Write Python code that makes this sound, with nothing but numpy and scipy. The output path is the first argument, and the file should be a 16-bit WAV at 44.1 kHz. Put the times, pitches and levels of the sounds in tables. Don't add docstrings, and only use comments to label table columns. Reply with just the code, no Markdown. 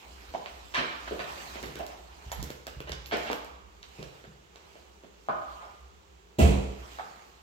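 import sys
import numpy as np
from scipy import signal
from scipy.fft import rfft, irfft
from scipy.io import wavfile
from scipy.ndimage import uniform_filter1d

SR = 44100
rng = np.random.default_rng(int(sys.argv[2]) if len(sys.argv) > 2 else 0)


def to_wav(sig):
    pcm = np.clip(np.atleast_2d(sig), -1, 1) * 32767
    pcm = np.round(pcm).astype(np.int16)
    wavfile.write(sys.argv[1], SR, pcm.T)


def elevation(decibels):
    levels = np.asarray(decibels, float)
    return 10 ** (levels / 20)


N = 327285

# pitch_hz, relative level_db
AIR_SPECTRUM = [(53, -33), (90, -4.5), (122, -12), (192, -3.5), (259, -15.5), (391, 1), (602, -13),
                (797, -8), (1930, -16), (2980, -15.5), (5110, -23.5), (7220, -20.5), (9760, -39.5),
                (12700, -33), (15700, -35)]
AIR_DB = -59.5
# start_s, level_db
HUM_LEVEL = [(0.0, -56), (0.8, -52), (1.4, -53), (2.21, -54.5), (2.41, -31.5), (2.53, -55.5), (2.93, -48.5),
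             (3.4, -55), (4.14, -55.5), (4.498, -61), (5.75, -57.5), (6.17, -57.5), (6.35, -62)]
# pitch_hz, left_right_likeness (-1 to 1)
PORT_LIKENESS = [(60, 0.25), (140, 0.65), (190, 1), (280, 0.39), (640, -0.17), (1410, -0.45),
                 (3100, 0.0054), (15000, 0.078)]
# pitch_hz, left_over_right_db
PORT_BALANCE = [(60, -2), (180, -2), (550, -1.0), (1650, -2.5), (4970, -7), (15000, -4)]
PORT_LAG = 12
LOW_CUT_HZ, TOP_HZ = 48, 15900

# pitch_hz, t60_s
ROOM_DECAY = [(60, 0.81), (200, 0.54), (500, 0.82), (800, 0.79), (1200, 1.08), (1700, 0.77), (2500, 0.86),
              (6000, 0.79), (12000, 0.49)]
ROOM_DB = 7.5
EARLY_DB, EARLY_S = 6.5, 0.014
# pitch_hz, relative level_db, t60_s
LOW_MODES = [(57, 2, 0.22), (73.1, 2.5, 0.31), (132, -2, 0.86), (156.5, 3.5, 0.41), (200, 5.5, 0.25)]

# start_s, treble level_db
RUSTLE_LEVEL = [(0.0, -61), (0.85, -61), (1.45, -51.5), (2.08, -66), (2.46, -58), (2.659, -73.5),
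                (3.0, -75), (3.24, -53.5), (3.57, -82), (4.01, -61.5), (4.45, -76), (4.7, -67),
                (5.13, -74.5), (5.54, -63.5), (6.24, -85), (6.55, -72), (6.92, -58), (7.42, -71)]
# pitch_hz, relative level_db
CLOTH_SPECTRUM = [(88, -31), (150, 17), (175, -10.5), (389, -3), (421, -8), (521, -4.5), (633, -3.5),
                  (864, 0.5), (1640, -6.5), (2620, -6.5), (7490, -15.5), (9840, -27), (14500, -21),
                  (15700, -30)]
RUSTLE_TILT_DB = -0.34

# pitch_hz, relative level_db, t60_s
BOOM_MODES = [(69.1, 4.5, 0.52), (62, -4.5, 0.97), (52.3, -4.5, 0.69), (73.5, 14.5, 0.27)]
BOOM_S, BOOM_DB, SWELL_MS = 6.399, -10.5, 40
# start_s, peak level_db, push_ms
DOOR_HITS = [(6.384, -22.5, 2.65), (6.394, -39, 1.2), (6.41, -31, 6.2), (6.435, -28.5, 3.44)]
# pitch_hz, relative level_db, t60_s
DOOR_MODES = [(120, -1.5, 0.42), (158, -14, 0.37), (196.3, 4.5, 0.49), (236, -13, 0.37), (320, -28, 0.32),
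              (352, -4, 0.88), (440, 4, 0.53), (543, -20, .3), (653, -7, .4), (760, -19, .3)]
# pitch_hz, relative level_db
SLAM_SPECTRUM = [(88, -42), (150, -0.5), (205, -4.5), (340, -4), (482, -9), (542, -8), (725, -11.5),
                 (1180, -25), (1520, -28.5), (2520, -23.5), (5280, -37.5), (7210, -32.5), (10000, -43),
                 (13000, -44.5), (15700, -46)]
SLAM_DB, SLAM_S = -23, 0.06

# start_s, level_db, place_struck (0 to 1, from low modes to high)
CLINKS = [(1.649, -58, .33), (2.321, -37, 0.12), (2.322, -37, 0.53), (2.505, -61, .33), (2.53, -66, .99),
          (2.81, -62, .99), (3.063, -45, 0.71), (3.359, -52, .67)]
# pitch_hz, relative level_db, t60_s
METAL_MODES = [(6848, 0, .06), (11530, -3, .16), (12190, -8, .12), (15240, -8, .1)]
FAR_MODE_DB = -320

# start_s, peak level_db, tilt_db_per_octave
CLICKS = [(0.4588, -50.5, -13), (0.747, -24.5, -7), (1.6292, -26, 2), (1.6594, -31, 2), (1.7558, -28, 2),
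          (1.79, -30, 8), (1.8662, -26.5, 0.5), (2.318, -22.5, -2.5), (2.4282, -18, 3.5), (2.505, -26.5, 2),
          (2.669, -22.5, -0.5), (2.8048, -32, 4), (2.8942, -29, 0), (2.92, -19.5, -8), (3.0598, -27.5, -10),
          (3.1706, -24, 3), (3.3163, -25, 0), (3.33, -23, 3), (3.447, -32, 4), (3.8297, -30, -14.5),
          (4.029, -30.5, -6), (4.559, -36, -7.5), (6.392, -17, 5)]
# pitch_hz, relative level_db
CLICK_SPECTRUM = [(500, -21), (1500, -17), (2500, 4.5), (4000, 9), (7000, 7.5), (10000, -5), (13000, 3),
                  (16000, -4.5)]

# start_s, level_db, push_ms, upper_modes_db
THUDS = [(0.276, -38.5, 11, -12), (0.512, -44, 11, 4), (0.781, -40, 2.2, 18), (1.198, -42.5, 2.7, 24),
         (1.66, -36.5, 7.1, 13), (2.262, -32, 9.4, 8), (2.39, -27, 5.4, 0), (2.766, -30.5, 7.7, 5.5),
         (2.901, -31.5, 5.6, 0), (3.132, -45, 5.4, 5), (3.989, -34.5, 3.9, 10), (4.273, -40.5, 4.7, 9),
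         (5.284, -51, 1.4, 11)]
# start_s, heel_db, floor_resonance_hz, sole_scrape_db, room_send_db
STEPS = [(.339, -28, 660, -37.5, 4), (0.46, -42.5, 486, -24, -7.5), (0.74, -34.5, 880, -23.5, 3),
         (1.069, -41, 920, -37, 9), (1.110, -26.5, 560, -37, 2), (1.556, -34, 513, -31, -1.5),
         (1.628, -35.5, 435, -32, 4), (1.757, -35, 443, -31, -2), (1.795, -31, 716, -39.5, 5),
         (2.317, -26.5, 940, -28, -4), (2.426, -32, 397, -54, -6.5), (2.503, -30, 470, -28, -7.5),
         (2.668, -33.5, 546, -29, -2.5), (2.804, -32, 504, -27, -7.5), (2.895, -31.5, 526, -29, -27),
         (2.918, -36, 523, -25.5, -5), (3.300, -19, 690, -22.5, -4), (3.331, -26.5, 670, -18.5, -16),
         (3.827, -75, 800, -42.5, 1), (3.986, -40.5, 446, -48, 3), (4.027, -34.5, 553, -32.5, -7),
         (4.241, -42, 516, -39, -4.5), (4.557, -45, 630, -42, -2.5), (4.755, -42.5, 530, -42, -3),
         (5.036, -41, 524, -44.5, -2), (5.286, -15.5, 980, -36.5, -1), (5.291, -33.5, 315, -60, -2),
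         (6.987, -26, 1060, -37, 0)]
# start_s, heel_db, floor_resonance_hz, sole_scrape_db, contact_ms
SLIDES = [(.745, -24, 1520, -19, 5.1), (.762, -28, 1270, -26.5, 13.8), (.775, -32.5, 462, -41, 10.4),
          (1.193, -29, 870, -25, 3.2), (2.873, -39.5, 634, -35, 5.3), (3.112, -41, 700, -26, 4),
          (3.121, -24, 648, -23.5, 6.8), (3.27, -41, 720, -30, 4.7), (5.6, -46, 1020, -55, 28)]
SLIDE_ROOM_DB = 0.16
# pitch_hz, relative level_db
SCRAPE_SPECTRUM = [(600, -18.5), (1000, -1.5), (1400, 0.5), (2300, -2), (3200, -4.5), (4800, -15),
                   (6000, -22), (9000, -35.5), (15700, -43)]
KNOCK_MS, KNOCK_MS_PER_DB = 1.54, 0.1


def evened(x):
    return x / np.sqrt(np.mean(x ** 2) + 1e-20)


def peaked(x):
    return x / abs(x).max()


def read(points, hz):
    f, value = np.transpose(points)
    return np.interp(np.log(hz + 1), np.log(f + 1), value)


def add(mix, start_s, sound):
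    part = mix[..., round(start_s * SR):][..., :sound.shape[-1]]
    part += sound[..., :part.shape[-1]]


def coloured(x, points):
    hz = abs(np.fft.fftfreq(4096, 1 / SR))
    log_gain = np.log(elevation(np.maximum(read(points, hz), -100)))
    phase = -signal.hilbert(log_gain).imag
    taps = np.fft.ifft(np.exp(log_gain + 1j * phase)).real[:2048]
    return signal.oaconvolve(x, taps / np.linalg.norm(taps))[:len(x)]


def diffuse(field, size=512):
    hop = size // 4
    frames, hz = N // hop + 5, np.fft.rfftfreq(size, 1 / SR)[:, None]
    a, b, c, d = rng.standard_normal((frames, len(hz), 4)).T
    left, other = a + 1j * b, c + 1j * d
    same = np.clip(read(PORT_LIKENESS, hz), -1, 1)
    z = np.array([left, same * left + np.sqrt(1 - same ** 2) * other])
    z *= elevation(field(hz, np.arange(frames) * hop / SR)) / np.sqrt(size / 3)
    return signal.istft(z, nperseg=size, noverlap=size - hop)[1][:, :N]


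def ringing(modes, push_ms, weight_db=0):
    t = np.arange(SR) / SR
    hz, db, t60 = np.transpose(modes)[..., None]
    decay = elevation(db + weight_db - 60 * t / np.maximum(t60, .01))
    ring = (decay * np.sin(2 * np.pi * hz * t)).sum(0)
    push = np.sin(np.pi * np.clip(t[:2000] * 1000 / max(push_ms, .05), 0, 1))
    return peaked(signal.fftconvolve(ring, push))


def contact(ms):
    u = np.arange(SR // 4) / SR * 1000 / max(ms, .2)
    grit = rng.standard_normal(len(u)) * (u + 0.44) * np.exp(-u)
    grit[0] = 3.5 * np.linalg.norm(grit) * np.exp(-ms / 3)
    return grit


def air():
    return elevation(AIR_DB) * evened(diffuse(lambda hz, t: read(AIR_SPECTRUM, hz) + 0 * t, size=4096))


def hum():
    a, b = rng.standard_normal((2, N))
    band = signal.butter(2, [54, 68], "bandpass", fs=SR, output="sos")
    start_s, level_db = np.transpose(HUM_LEVEL)
    mode = evened(signal.sosfilt(band, [a + 0.3 * b, a - 0.16 * b]))
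    return mode * elevation(np.interp(np.arange(N) / SR, start_s, level_db))


def echo_pattern():
    late = diffuse(lambda hz, t: -60 * t / read(ROOM_DECAY, hz))[:, :SR * 3 // 2]
    t = np.arange(late.shape[1]) / SR
    early_gain = 1 + elevation(EARLY_DB) * np.exp(-t / EARLY_S)
    onset = np.clip((t - .002) / 0.0081, 0, 1)
    late = late * early_gain * onset
    return elevation(ROOM_DB) * late / np.linalg.norm(late[0])


def rustle():
    start_s, level_db = np.transpose(RUSTLE_LEVEL)
    frames = N // 128 + 5
    patches = rng.standard_normal((frames, 257)).T
    patches = uniform_filter1d(uniform_filter1d(patches, size=8, axis=0), size=16, axis=1)
    patches = evened(patches)
    flicker = np.minimum(rng.exponential(1, frames), 3) - 1
    treble = np.linalg.norm(elevation(read(CLOTH_SPECTRUM, np.arange(4000, 15000)))) / np.sqrt(SR / 2)

    def field(hz, t):
        colour = read(CLOTH_SPECTRUM, hz) + RUSTLE_TILT_DB * np.log2((hz + 300) / 6000)
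        return colour + np.interp(t, start_s, level_db) + 2.28 * patches + 1.34 * flicker

    return diffuse(field) / treble


def boom():
    ring = ringing(BOOM_MODES, 0.73)
    swell = 1 - np.exp(-(np.arange(len(ring)) / SR * 1000 / SWELL_MS) ** 2)
    return elevation(BOOM_DB) * peaked(ring * swell)


def door():
    out, t = np.zeros(N), np.arange(SR // 2) / SR
    for start_s, db, push_ms in DOOR_HITS:
        add(out, start_s, elevation(db) * ringing(DOOR_MODES, push_ms))
    puff = rng.standard_normal(len(t)) * np.minimum(t / 0.0036, 1) * np.exp(-t / SLAM_S)
    add(out, DOOR_HITS[0][0], elevation(SLAM_DB) * coloured(puff, SLAM_SPECTRUM))
    return out


def clink(db, place):
    ladder = np.arange(len(METAL_MODES))[:, None] / (len(METAL_MODES) - 1)
    return elevation(db) * ringing(METAL_MODES, 0, FAR_MODE_DB * (ladder - place) ** 2)


def click(db, tilt_db):
    colour = [(hz, level + tilt_db * np.log2(max(hz, 3000) / 8000)) for hz, level in CLICK_SPECTRUM]
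    return elevation(db) * peaked(coloured(contact(0.67), colour))


def thud(db, push_ms, upper_db):
    upper = np.transpose(LOW_MODES)[:1].T > 100
    return elevation(db) * ringing(LOW_MODES, push_ms, upper_db * upper)


def knock_ms(heel_db):
    above_db = heel_db + 30
    return KNOCK_MS + KNOCK_MS_PER_DB * above_db


def step(heel_db, hz, scrape_db, contact_ms):
    top = signal.butter(6, hz * 1.2, fs=SR, output="sos")
    bottom = signal.butter(2, hz / 1.52, "highpass", fs=SR, output="sos")
    heel = peaked(signal.sosfilt(np.vstack([top, bottom]), contact(contact_ms)))
    scrape = peaked(coloured(contact(contact_ms), SCRAPE_SPECTRUM))
    return elevation(heel_db) * heel + elevation(scrape_db) * scrape


def scene():
    direct, spots = np.zeros(N), np.zeros((3, N))
    # start_s, sound, room_send_db
    hits = [(s, step(db, hz, scrape_db, knock_ms(db)), room_db) for s, db, hz, scrape_db, room_db in STEPS]
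    hits += [(s, step(*how), SLIDE_ROOM_DB) for s, *how in SLIDES]
    hits += [(s, click(db, tilt_db), -9) for s, db, tilt_db in CLICKS]
    hits += [(s, clink(db, place), -14) for s, db, place in CLINKS]
    hits += [(0, door(), 0.25)]
    for k, (s, sound, room_db) in enumerate(hits):
        add(direct, s, sound)
        add(spots[k % 3], s, elevation(room_db) * sound)
    for s, *how in THUDS:
        add(direct, s, thud(*how))
    add(direct, BOOM_S, boom())
    ports = np.array([direct, np.roll(direct, PORT_LAG)])
    room = sum(signal.fftconvolve(spot[None], echo_pattern(), axes=1)[:, :N] for spot in spots)
    return ports + room + rustle() + hum() + air()


def low_pass(x):
    return signal.sosfilt(signal.butter(12, 16650, fs=SR, output="sos"), x)


def record(dry):
    hz = np.fft.rfftfreq(N, 1 / SR)
    half_db = read(PORT_BALANCE, hz) / 2
    ports = irfft(rfft(dry) * elevation([half_db, -half_db]) * (hz < TOP_HZ), N)
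    rumble_filter = signal.butter(4, LOW_CUT_HZ, "highpass", fs=SR, output="sos")
    mix = signal.sosfilt(rumble_filter, ports)
    return low_pass(mix)


dry = scene()
out = record(dry)
to_wav(out)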